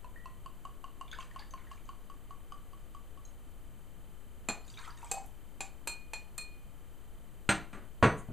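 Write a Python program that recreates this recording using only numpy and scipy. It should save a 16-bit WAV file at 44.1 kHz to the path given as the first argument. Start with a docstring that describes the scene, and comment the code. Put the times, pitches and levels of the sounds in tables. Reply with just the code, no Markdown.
"""In a quiet kitchen a long bottle glugs into a small metal cup; the cup is tipped into a glass,
tapped on its rim a few times and set down on the counter, then the bottle. A camera hisses and whines.
Bubbles, glass, metal and counter ring as dying sines; cracks, thuds, hiss and a brief brush are
shaped noise; spray is a crowd of tiny bubbles. Echoes and a decaying tail answer all but the camera."""
import sys
import numpy as np
from scipy import signal
from scipy.fft import rfft, irfft, next_fast_len
from scipy.io import wavfile
from scipy.ndimage import uniform_filter1d

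SR = 44100
rng = np.random.default_rng(int(sys.argv[2]) if len(sys.argv) > 2 else 0)


def unload_audio(sound):
    """Save the sound as a 16-bit wav file, at the path given as the first command line argument."""
    columns = np.transpose(np.atleast_2d(sound))
    # keep every value between -1 and 1, then stretch to whole-number steps
    steps = np.round(np.clip(columns, -1, 1) * 32767)
    wavfile.write(sys.argv[1], SR, steps.astype(np.int16))


N = 367308  # samples

# camera rumble and hiss, spectrum: (frequency [Hz], relative density [dB per Hz])
HISS_SPECTRUM = [(5, -1.5), (25, -0.5), (60, -8), (150, -16.5), (400, -22.5), (1000, -30.5), (2000, -35.5),
                 (3200, -40), (4500, -43.5), (6200, -43), (7000, -41.5), (10000, -41.5), (15000, -42)]
# channel difference: (frequency [Hz], gain on the difference noise [dB])
SIDE_SPECTRUM = [(60, -21.5), (110, -22), (200, -20.5), (380, -17.5), (700, -13.5), (1290, -11), (2380, -7),
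                 (4400, -11.5), (8120, -6.5), (15000, -2)]
# steady whines: (frequency [Hz], level [dB rms])
WHINES = [(1200, -80), (1320, -85), (2398, -90), (7866.7, -85)]
# tones gated once a camera frame: (frequency [Hz], level while on [dB rms])
FRAME_TONES = [(3066, -73), (8520, -86), (10935, -85), (6800, -89), (11600, -89)]
HISS_DB = -52.5
FRAME_HZ, MID_BURST_S, FRAME_DUTY = 29.97, 3.8132, 0.42  # duty: share of the frame switched on
# microphone cavity: (frequency [Hz], width [Hz], gain at centre [dB])
CAVITY_NOTCHES = [(5470, 440, -28), (5320, 890, -6)]
# resting offset, one row a channel: (offset [full scale])
CHANNEL_OFFSET = [
    [-.00485],
    [.0013],
]
BAND_LIMIT_HZ = 15170

# reverberant tail: (frequency [Hz], t60 [s])
ROOM_T60 = [(60, 0.44), (150, 0.36), (500, 0.36), (2000, 0.32), (5000, 0.3), (12000, 0.19)]
# flutter between facing cupboards: (delay [s], gain [dB])
CUPBOARD_ECHOES = [(.022, -12), (0.041, -19), (.063, -21)]

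# cup meets counter: (time [s], level [dB], contact [s], tilt [dB per octave])
CUP_LANDINGS = [(7.4905, -23.5, 0.01, 0.48), (7.729, -47.5, 0.0066, -1.7), (7.746, -49, 0.0025, -2),
                (7.772, -50, 0.013, -4.5), (7.82, -58.5, 0.024, -4)]
# bottle meets counter: (time [s], level [dB], contact [s], tilt [dB per octave])
BOTTLE_LANDINGS = [(8.026, -17.5, 0.018, 0.46), (8.287, -43, 0.023, -5)]
# colour of the cup contact: (frequency [Hz], relative density [dB per Hz])
CUP_THUD_SPECTRUM = [(30, -33), (80, -14), (181, 1.5), (471, -4), (1480, 0), (2700, -8), (4440, -17.5),
                     (6000, -17.5), (8500, -19), (10700, -35), (15000, -42)]
# colour of the bottle contact: (frequency [Hz], relative density [dB per Hz])
BOTTLE_THUD_SPECTRUM = [(18, -39), (30, -13), (150, 4.5), (288, -6.5), (698, -6.5), (815, -12.5),
                        (1090, -8.5), (1690, -13.5), (2030, -14.5), (5440, -39.5), (6040, -36), (8470, -45),
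                        (15000, -65)]
# cup ringing on the counter: (frequency [Hz], relative level [dB], t60 [s])
CUP_COUNTER_MODES = [(123, -2.5, 0.18), (157.4, 2, .15), (196, 3.5, 0.18), (315.4, -8, 0.35),
                     (713, -9.5, 0.32), (1030, -12, 0.064), (1280, -21, 0.14), (1580, -6, 0.18),
                     (1900, -11, 0.22), (2086, -6.5, 0.11), (2356, 1.5, 0.074), (2740, 7.5, 0.021),
                     (4130, -1, 0.059), (6120, -12, 0.17), (7060, -10, 0.1), (8400, -2, 0.1),
                     (8410, -16, 0.19), (9367, -16, 0.12)]
# bottle ringing on the counter: (frequency [Hz], relative level [dB], t60 [s])
BOTTLE_COUNTER_MODES = [(127.6, 6, 0.22), (156, -5, 0.23), (203, -2.5, 0.2), (290, -7, 0.24),
                        (337, -6.5, 0.29), (402, 0.5, 0.17), (483, -7.5, 0.21), (640, -9, 0.19),
                        (701, -7, 0.22), (926, -3, 0.14), (1120, 1, 0.14), (1500, -13, 0.28),
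                        (1890, -10, 0.28), (2010, -25.5, 0.62), (6100, -30, 0.33), (6266, -28, 0.19),
                        (8450, -26, 0.29)]
RING_UNDER_THUD_DB, RING_DB_PER_TILT_DB = -7, 2.7  # a duller contact rings less
# one brief brush: (time [s], Gaussian half length [s], level [dB], centre [Hz], width [Hz])
BRUSH = (8.192, .013, -56, 8000, 3000)

# cup on glass: (time [s], crack level [dB], crack tilt [dB per octave], glass level [dB],
#   cup level [dB], hollow frequency [Hz], hollow level [dB], freedom: factor on glass t60 [-])
CLINK_EVENTS = [(4.4865, -28, -3.5, -29.5, -28.5, 1346, -49, 0.46),
                (4.4971, -32.5, -2.5, -40, -38, 620, -45, 0.45),
                (5.606, -35, 1.3, -31.5, -29.5, 775, -38.5, 0.14),
                (5.873, -33, 1.5, -36.5, -32, 914, -38.5, 1.18),
                (6.134, -37.5, 0.7, -36, -37, 870, -38.5, 0.63),
                (6.379, -39.5, 1.5, -40, -38, 923, -54, 1.28)]
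# glass, low and high group: (frequency [Hz], relative level [dB], t60 at freedom 1 [s])
GLASS_GROUPS = [(2454, -5.5, 0.42), (2488, -2.5, 0.065)], [(4220, -2, 0.28), (4200, -23, 0.34),
                (4150, -8, 0.12)]
# cup, low and high group: (frequency [Hz], relative level [dB], t60 before damping [s])
CUP_GROUPS = ([(6100, -27, 0.16), (6300, -22, 0.044), (6430, -24, 0.084), (7265, -6.5, 0.22),
              (7300, -1, 0.1)], [(8250, -2, 0.13), (8600, -23, 0.067), (9300, -6, 0.057), (9900, -9.5, 0.1),
              (11400, -9.5, 0.072), (12150, -10, .07)])
# crack of a hard contact, also snap of a bubble: (frequency [Hz], relative density [dB per Hz])
CRACK_SPECTRUM = [(80, -19), (200, -1.5), (900, 1), (2500, -4), (4500, -9), (8250, -3), (11900, -26),
                  (15000, -42)]
# cup knocks inside the filled glass: (time [s], reference level [dB])
INNER_KNOCK = (5.1135, -29.5)
# filled glass and cup together: (frequency [Hz], relative level [dB], t60 [s])
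FILLED_MODES = [(469, -3.5, 0.065), (783, 2.5, 0.11), (1580, -18, .09), (2532, -11, 0.19),
                (2510, -6.5, 0.095), (4370, -15.5, 0.14), (6200, -0.5, 0.069), (6840, -5, 0.074),
                (7600, 9.5, 0.051), (8330, 4.5, 0.052), (9300, -27, .14), (9502, -24, 0.1),
                (11500, -15, 0.097), (11920, -13, 0.077)]
# high group against its low group: at freedom 0 [dB], per unit of freedom [dB]
GLASS_TOP_DAMPED_DB, GLASS_TOP_PER_FREEDOM_DB = -9.5, 5.5
CUP_TOP_DAMPED_DB, CUP_TOP_PER_FREEDOM_DB = -15.5, 13
CUP_DAMPED, CUP_PER_FREEDOM = 0.33, 0.22  # factor on cup t60 at freedom 0, its rise per unit

# loudest bubbles and drops in cup and glass: (time [s], level [dB], starting pitch [Hz])
DROP_EVENTS = [(1.080, -49, 3460), (1.080, -53, 2360), (1.114, -38, 3400), (1.114, -44, 6450),
               (1.130, -35, 1526), (1.206, -42, 3130), (1.204, -47, 6260), (1.312, -50.5, 1800),
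               (1.393, -39, 4640), (1.394, -47, 866), (1.421, -46.5, 1735), (1.508, -45.5, 6170),
               (1.577, -52.5, 2230), (1.67, -53, 1880), (1.776, -52, 2280), (1.854, -53, 6530),
               (4.65, -55, 4800), (4.679, -51, 3700), (4.679, -48, 7000), (4.70, -44, 4620),
               (4.74, -46, 3440), (4.774, -40, 3740), (4.772, -44.5, 2340), (4.79, -46.5, 1650),
               (4.80, -48, 943), (4.862, -48, 1220), (4.876, -37.5, 1314), (4.876, -46, 940),
               (4.905, -45, 4720), (5.029, -38, 920), (5.045, -41, 7800), (5.14, -41, 685),
               (5.17, -33.5, 765), (5.26, -45.5, 11300)]
DROP_T60_1KHZ_S, DROP_SHORTENING = 0.048, 0.48  # t60 falls as pitch to this power
# surges of spray: (time [s], hold [s], lower part level [dB], fine upper part level [dB])
SURGES = [(1.117, 0.023, -55, -70), (1.192, .02, -55, -61.5), (1.3, .05, -65, -75),
          (1.38, 0.024, -60.5, -74), (1.56, 0.13, -69, -80), (1.706, .015, -63, -65),
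          (1.868, 0.014, -72, -82), (4.661, 0.084, -72, -64.5), (4.776, 0.11, -56, -63),
          (4.959, 0.23, -63.5, -66), (5.226, .02, -77, -68.5)]
SURGE_RISE_S, SURGE_T60_S = 0.0077, 0.24

# air bubbles entering the bottle neck: (time [s], level [dB], neck pitch [Hz])
GLUG_EVENTS = [(0.0464, -42, 996), (0.2591, -38.5, 1039), (0.462, -38, 1081), (0.6532, -35, 1101),
               (0.843, -36.5, 1092), (1.013, -34.5, 1087), (1.1885, -35, 1062), (1.3625, -36.5, 1083),
               (1.539, -36, 1063), (1.716, -40, 1096), (1.8921, -37.5, 1095), (2.1009, -42.5, 1119),
               (2.309, -40, 1119), (2.5232, -37.5, 1150), (2.7343, -47.5, 1114), (2.9498, -41.5, 1140),
               (3.1758, -49.5, 1122)]
# air in the neck: (multiple of neck pitch [-], relative level [dB], t60 [s])
NECK_MODES = [(0.661, -12, 0.035), (1, 1.5, 0.063), (1.33, -21, 0.037), (2.6, -13.5, 0.03),
              (2.78, -13, 0.025), (4.2, -15.5, 0.02), (5.6, -25, 0.025), (7.3, -36, .015)]
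# light touches of bottle and cup: (time [s], level [dB],
#   modes as (frequency [Hz], relative level [dB], t60 [s]))
TOUCH_EVENTS = [(.160, -47, [(1930, -8.5, 0.48), (1830, 3, 0.034)]), (3.2515, -52, [(6500, 7, 0.032),
                (4080, -13, 0.14), (5760, -12, .1), (7500, -11, .06), (6800, -7, 0.043)])]


def gain_of(db):
    """Level in dB to amplitude factor."""
    return 10 ** (np.asarray(db) / 20)


def evened(x):
    """Scales to unit rms."""
    return x / np.sqrt(np.mean(x ** 2) + 1e-20)


def read(points, hz):
    """Interpolates a table over log frequency."""
    f, value = np.transpose(points)
    return np.interp(np.log(hz + 1), np.log(f + 1), value)


def add(mix, s, sound):
    """Adds a sound in place at s seconds, cut at the end of the mix."""
    part = mix[round(s * SR):][:len(sound)]
    part += sound[:len(part)]


def filtered(x, points, tilt_db=0):
    """Shapes x by a spectrum and a tilt in dB per octave around 1 kHz."""
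    size = next_fast_len(len(x))
    hz = np.fft.rfftfreq(size, 1 / SR)
    gain_db = read(points, hz) + tilt_db * np.log2(hz / 1000 + 0.012)
    return irfft(rfft(x, size) * gain_of(gain_db), size)[:len(x)]


def coloured(x, points, tilt_db=0):
    """Shaped by a spectrum, at unit rms."""
    return evened(filtered(x, points, tilt_db))


def ring(modes, rise_s=0.00036, glide=0):
    """Dying sines; glide lifts the pitch as a bubble nears the surface."""
    hz, db, t60 = np.transpose(modes)[..., None]
    t = np.arange(int(t60.max() * SR) + 1) / SR
    start = rng.choice([0, 0.5], hz.shape)  # a blow starts each mode up or down
    turns = hz * (t + glide * t ** 2 / t60) + start
    decay = gain_of(db - 60 * t / t60)
    return (decay * np.sin(2 * np.pi * turns)).sum(0) * (1 - np.exp(-t / rise_s))


def burst(points, hold_s, t60_s, tilt_db=0):
    """Coloured noise that starts at once, holds through the contact and dies."""
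    t = np.arange(8192) / SR
    decay = gain_of(-60 * np.maximum(t - hold_s, 0) / t60_s)
    shape = decay * (1 - np.exp(-t / 0.00046))
    return coloured(rng.standard_normal(len(t)), points, tilt_db) * shape


def tones(rows, t):
    """Sum of steady sines of given rms level and random phase."""
    out = 0
    for hz, db in rows:
        out = out + np.sqrt(2) * gain_of(db) * np.sin(2 * np.pi * (hz * t + rng.random()))
    return out


def camera():
    """Rumble and hiss, steady whines, and tones switched on once every camera frame."""
    t = np.arange(N) / SR
    # clock restarts every frame, so the bursts are alike
    frame_t = (((t - MID_BURST_S) * FRAME_HZ + 0.5) % 1 - 0.5) / FRAME_HZ
    on = abs(frame_t) < FRAME_DUTY / FRAME_HZ / 2
    gate = uniform_filter1d(1.0 * on, size=40)
    shared = gain_of(HISS_DB) * coloured(rng.standard_normal(N), HISS_SPECTRUM)
    other = gain_of(HISS_DB) * coloured(rng.standard_normal(N), HISS_SPECTRUM)
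    mid = shared + tones(WHINES, t) + gate * tones(FRAME_TONES, frame_t)
    side = filtered(other, SIDE_SPECTRUM)
    return np.array([mid + side, mid - side])


def kitchen(x):
    """A few strong echoes over sparse taps of random sign, each band dying at its own speed."""
    taps = np.zeros(SR // 2)
    at = np.arange(200, len(taps) - 20, 20)
    taps[at + rng.integers(0, 20, len(at))] = rng.choice([-1.0, 1.0], len(at))
    hz, t, bands = signal.stft(taps, SR, nperseg=256)
    decay = gain_of(-60 * t / read(ROOM_T60, hz)[:, None])
    tail = signal.istft(bands * decay, SR, nperseg=256)[1]
    tail = gain_of(-1.0) * tail / np.linalg.norm(tail)
    for delay_s, db in CUPBOARD_ECHOES:
        add(tail, delay_s, gain_of([db]))
    return signal.fftconvolve(x, tail)[:N]


def landings(events, thud, modes):
    """A rough contact shakes the counter top and rings what is set down."""
    out = np.zeros(N)
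    for s, db, contact_s, tilt_db in events:
        add(out, s, gain_of(db) * burst(thud, contact_s, 0.14, tilt_db))
        ring_db = db + RING_UNDER_THUD_DB + RING_DB_PER_TILT_DB * tilt_db
        tilted = [(hz, ring_db + d + tilt_db * np.log2(hz / 1000), t60) for hz, d, t60 in modes]
        add(out, s, ring(tilted, rise_s=0.00048))
    return out


def brush():
    """Band of noise under one Gaussian stroke."""
    s, half_s, db, hz, width_hz = BRUSH
    band = [(hz - width_hz, -30), (hz - width_hz / 2, 0),
            (hz + width_hz / 2, 0), (hz + width_hz * 1.5, -30)]
    stroke = np.exp(-0.5 * ((np.arange(N) / SR - s) / half_s) ** 2)
    return gain_of(db) * stroke * coloured(rng.standard_normal(N), band)


def counter():
    """Cup and bottle set down, and the brush."""
    cup = landings(CUP_LANDINGS, CUP_THUD_SPECTRUM, CUP_COUNTER_MODES)
    bottle_down = landings(BOTTLE_LANDINGS, BOTTLE_THUD_SPECTRUM, BOTTLE_COUNTER_MODES)
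    return cup + bottle_down + brush()


def clinks():
    """A crack, then glass, cup and the air inside the glass ring, more or less damped by the hand."""
    out = np.zeros(N)
    for s, crack_db, tilt_db, glass_db, cup_db, hollow_hz, hollow_db, freedom in CLINK_EVENTS:
        glass_top_db = glass_db + GLASS_TOP_DAMPED_DB + GLASS_TOP_PER_FREEDOM_DB * freedom
        cup_top_db = cup_db + CUP_TOP_DAMPED_DB + CUP_TOP_PER_FREEDOM_DB * freedom
        cup_factor = CUP_DAMPED + CUP_PER_FREEDOM * freedom
        levels_db = [glass_db, glass_top_db, cup_db, cup_top_db]
        factors = [freedom, freedom, cup_factor, cup_factor]
        modes = [(hollow_hz, hollow_db, 0.07)]
        for group, db, factor in zip([*GLASS_GROUPS, *CUP_GROUPS], levels_db, factors):
            modes += [(hz, d + db, t60 * factor) for hz, d, t60 in group]
        add(out, s, ring(modes))
        add(out, s, gain_of(crack_db) * burst(CRACK_SPECTRUM, 0.00056, 0.052, tilt_db))
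    return out


def inner_knock():
    """Cup and filled glass ring as one, with a brighter crack."""
    out = np.zeros(N)
    s, db = INNER_KNOCK
    add(out, s, gain_of(db - 5.5) * ring(FILLED_MODES))
    add(out, s, gain_of(db - 4.0) * burst(CRACK_SPECTRUM, 0.0067, 0.018, tilt_db=4.0))
    return out


def spray(low_hz, high_hz, level_column, cycles, per_s):
    """Many tiny bubbles of random size and time in 24 pitches; surges share one rise and decay."""
    t, grains, level = np.arange(N) / SR, np.zeros(N), np.zeros(N)
    for hz in np.geomspace(low_hz, high_hz, num=24):
        sizes = gain_of(2.4 * np.minimum(rng.exponential(1, N), 4))
        train = sizes * (rng.random(N) < per_s / SR)
        bubble = ring([(hz, 0, cycles / hz)], rise_s=0.00007, glide=0.083)
        grains += signal.oaconvolve(train, bubble)[:N]
    for s, hold_s, *levels_db in SURGES:
        rise = np.clip((t - s) / SURGE_RISE_S, 0, 1)
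        fall_db = 60 * np.maximum(t - s - hold_s, 0) / SURGE_T60_S
        level += rise * gain_of(levels_db[level_column] - fall_db)
    return evened(grains) * level


def drops():
    """Each drop slaps the surface and drags down a bubble with three weaker neighbours."""
    out = np.zeros(N)
    for s, db, hz in DROP_EVENTS:
        t60_s = DROP_T60_1KHZ_S * (1000 / hz) ** DROP_SHORTENING
        slap = [(hz / 3, -24), (hz / 1.7, 0), (hz * 1.1, 0), (hz * 3, -20)]
        add(out, s, gain_of(db - 13) * burst(slap, 0.001, 0.025))
        add(out, s, ring([(hz, db, t60_s)], rise_s=0.00062, glide=0.033))
        for late_s, detune in rng.uniform([0.001, -1], [0.02, 1], (3, 2)):
            neighbour = [(hz * (1 + 0.15 * detune), db - 6, 0.53 * t60_s)]
            add(out, s + late_s, ring(neighbour, rise_s=0.00044, glide=0.039))
    return out


def liquid():
    """Single drops over low and fine spray."""
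    low = spray(927, 4890, level_column=0, cycles=89, per_s=16)
    high = spray(5040, 9500, level_column=1, cycles=82, per_s=21)
    return drops() + low + high


def touches():
    """Light touches ring bottle or cup."""
    out = np.zeros(N)
    for s, db, modes in TOUCH_EVENTS:
        add(out, s, gain_of(db) * ring(modes))
    return out


def bottle():
    """Each bubble snaps off and rings the air in the neck."""
    out = np.zeros(N)
    for s, db, hz in GLUG_EVENTS:
        modes = []
        for multiple, d, t60 in NECK_MODES:
            spread_db = 3 * rng.standard_normal() * (multiple > 2)  # upper modes vary
            modes.append((multiple * hz, db + d + spread_db, t60))
        start_s = s - 0.002  # the table time falls just after the onset
        add(out, start_s, ring(modes, rise_s=0.00096))
        add(out, start_s, gain_of(db - 13.5) * burst(CRACK_SPECTRUM, 0, 0.016))
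    return out


def scene():
    """Direct sound, its kitchen reverberation and the camera noise."""
    pour = bottle() + touches() + liquid()
    taps = clinks() + inner_knock()
    thuds = counter()
    wet = kitchen(gain_of(-5.5) * pour + gain_of(-5.5) * taps + gain_of(-6.5) * thuds)
    return pour + taps + thuds + wet + camera()


def record(dry):
    """The microphone cavity cuts narrow bands; then a low-pass and each channel's offset."""
    for hz, width_hz, db in CAVITY_NOTCHES:
        band = signal.lfilter(*signal.iirpeak(hz, hz / width_hz, SR), dry)
        dry = dry - (1 - gain_of(db)) * band
    lowpass = signal.firwin(1023, BAND_LIMIT_HZ, window=("kaiser", 9), fs=SR)
    return signal.oaconvolve(dry, lowpass[None], "same") + CHANNEL_OFFSET


dry = scene()
out = record(dry)
unload_audio(out)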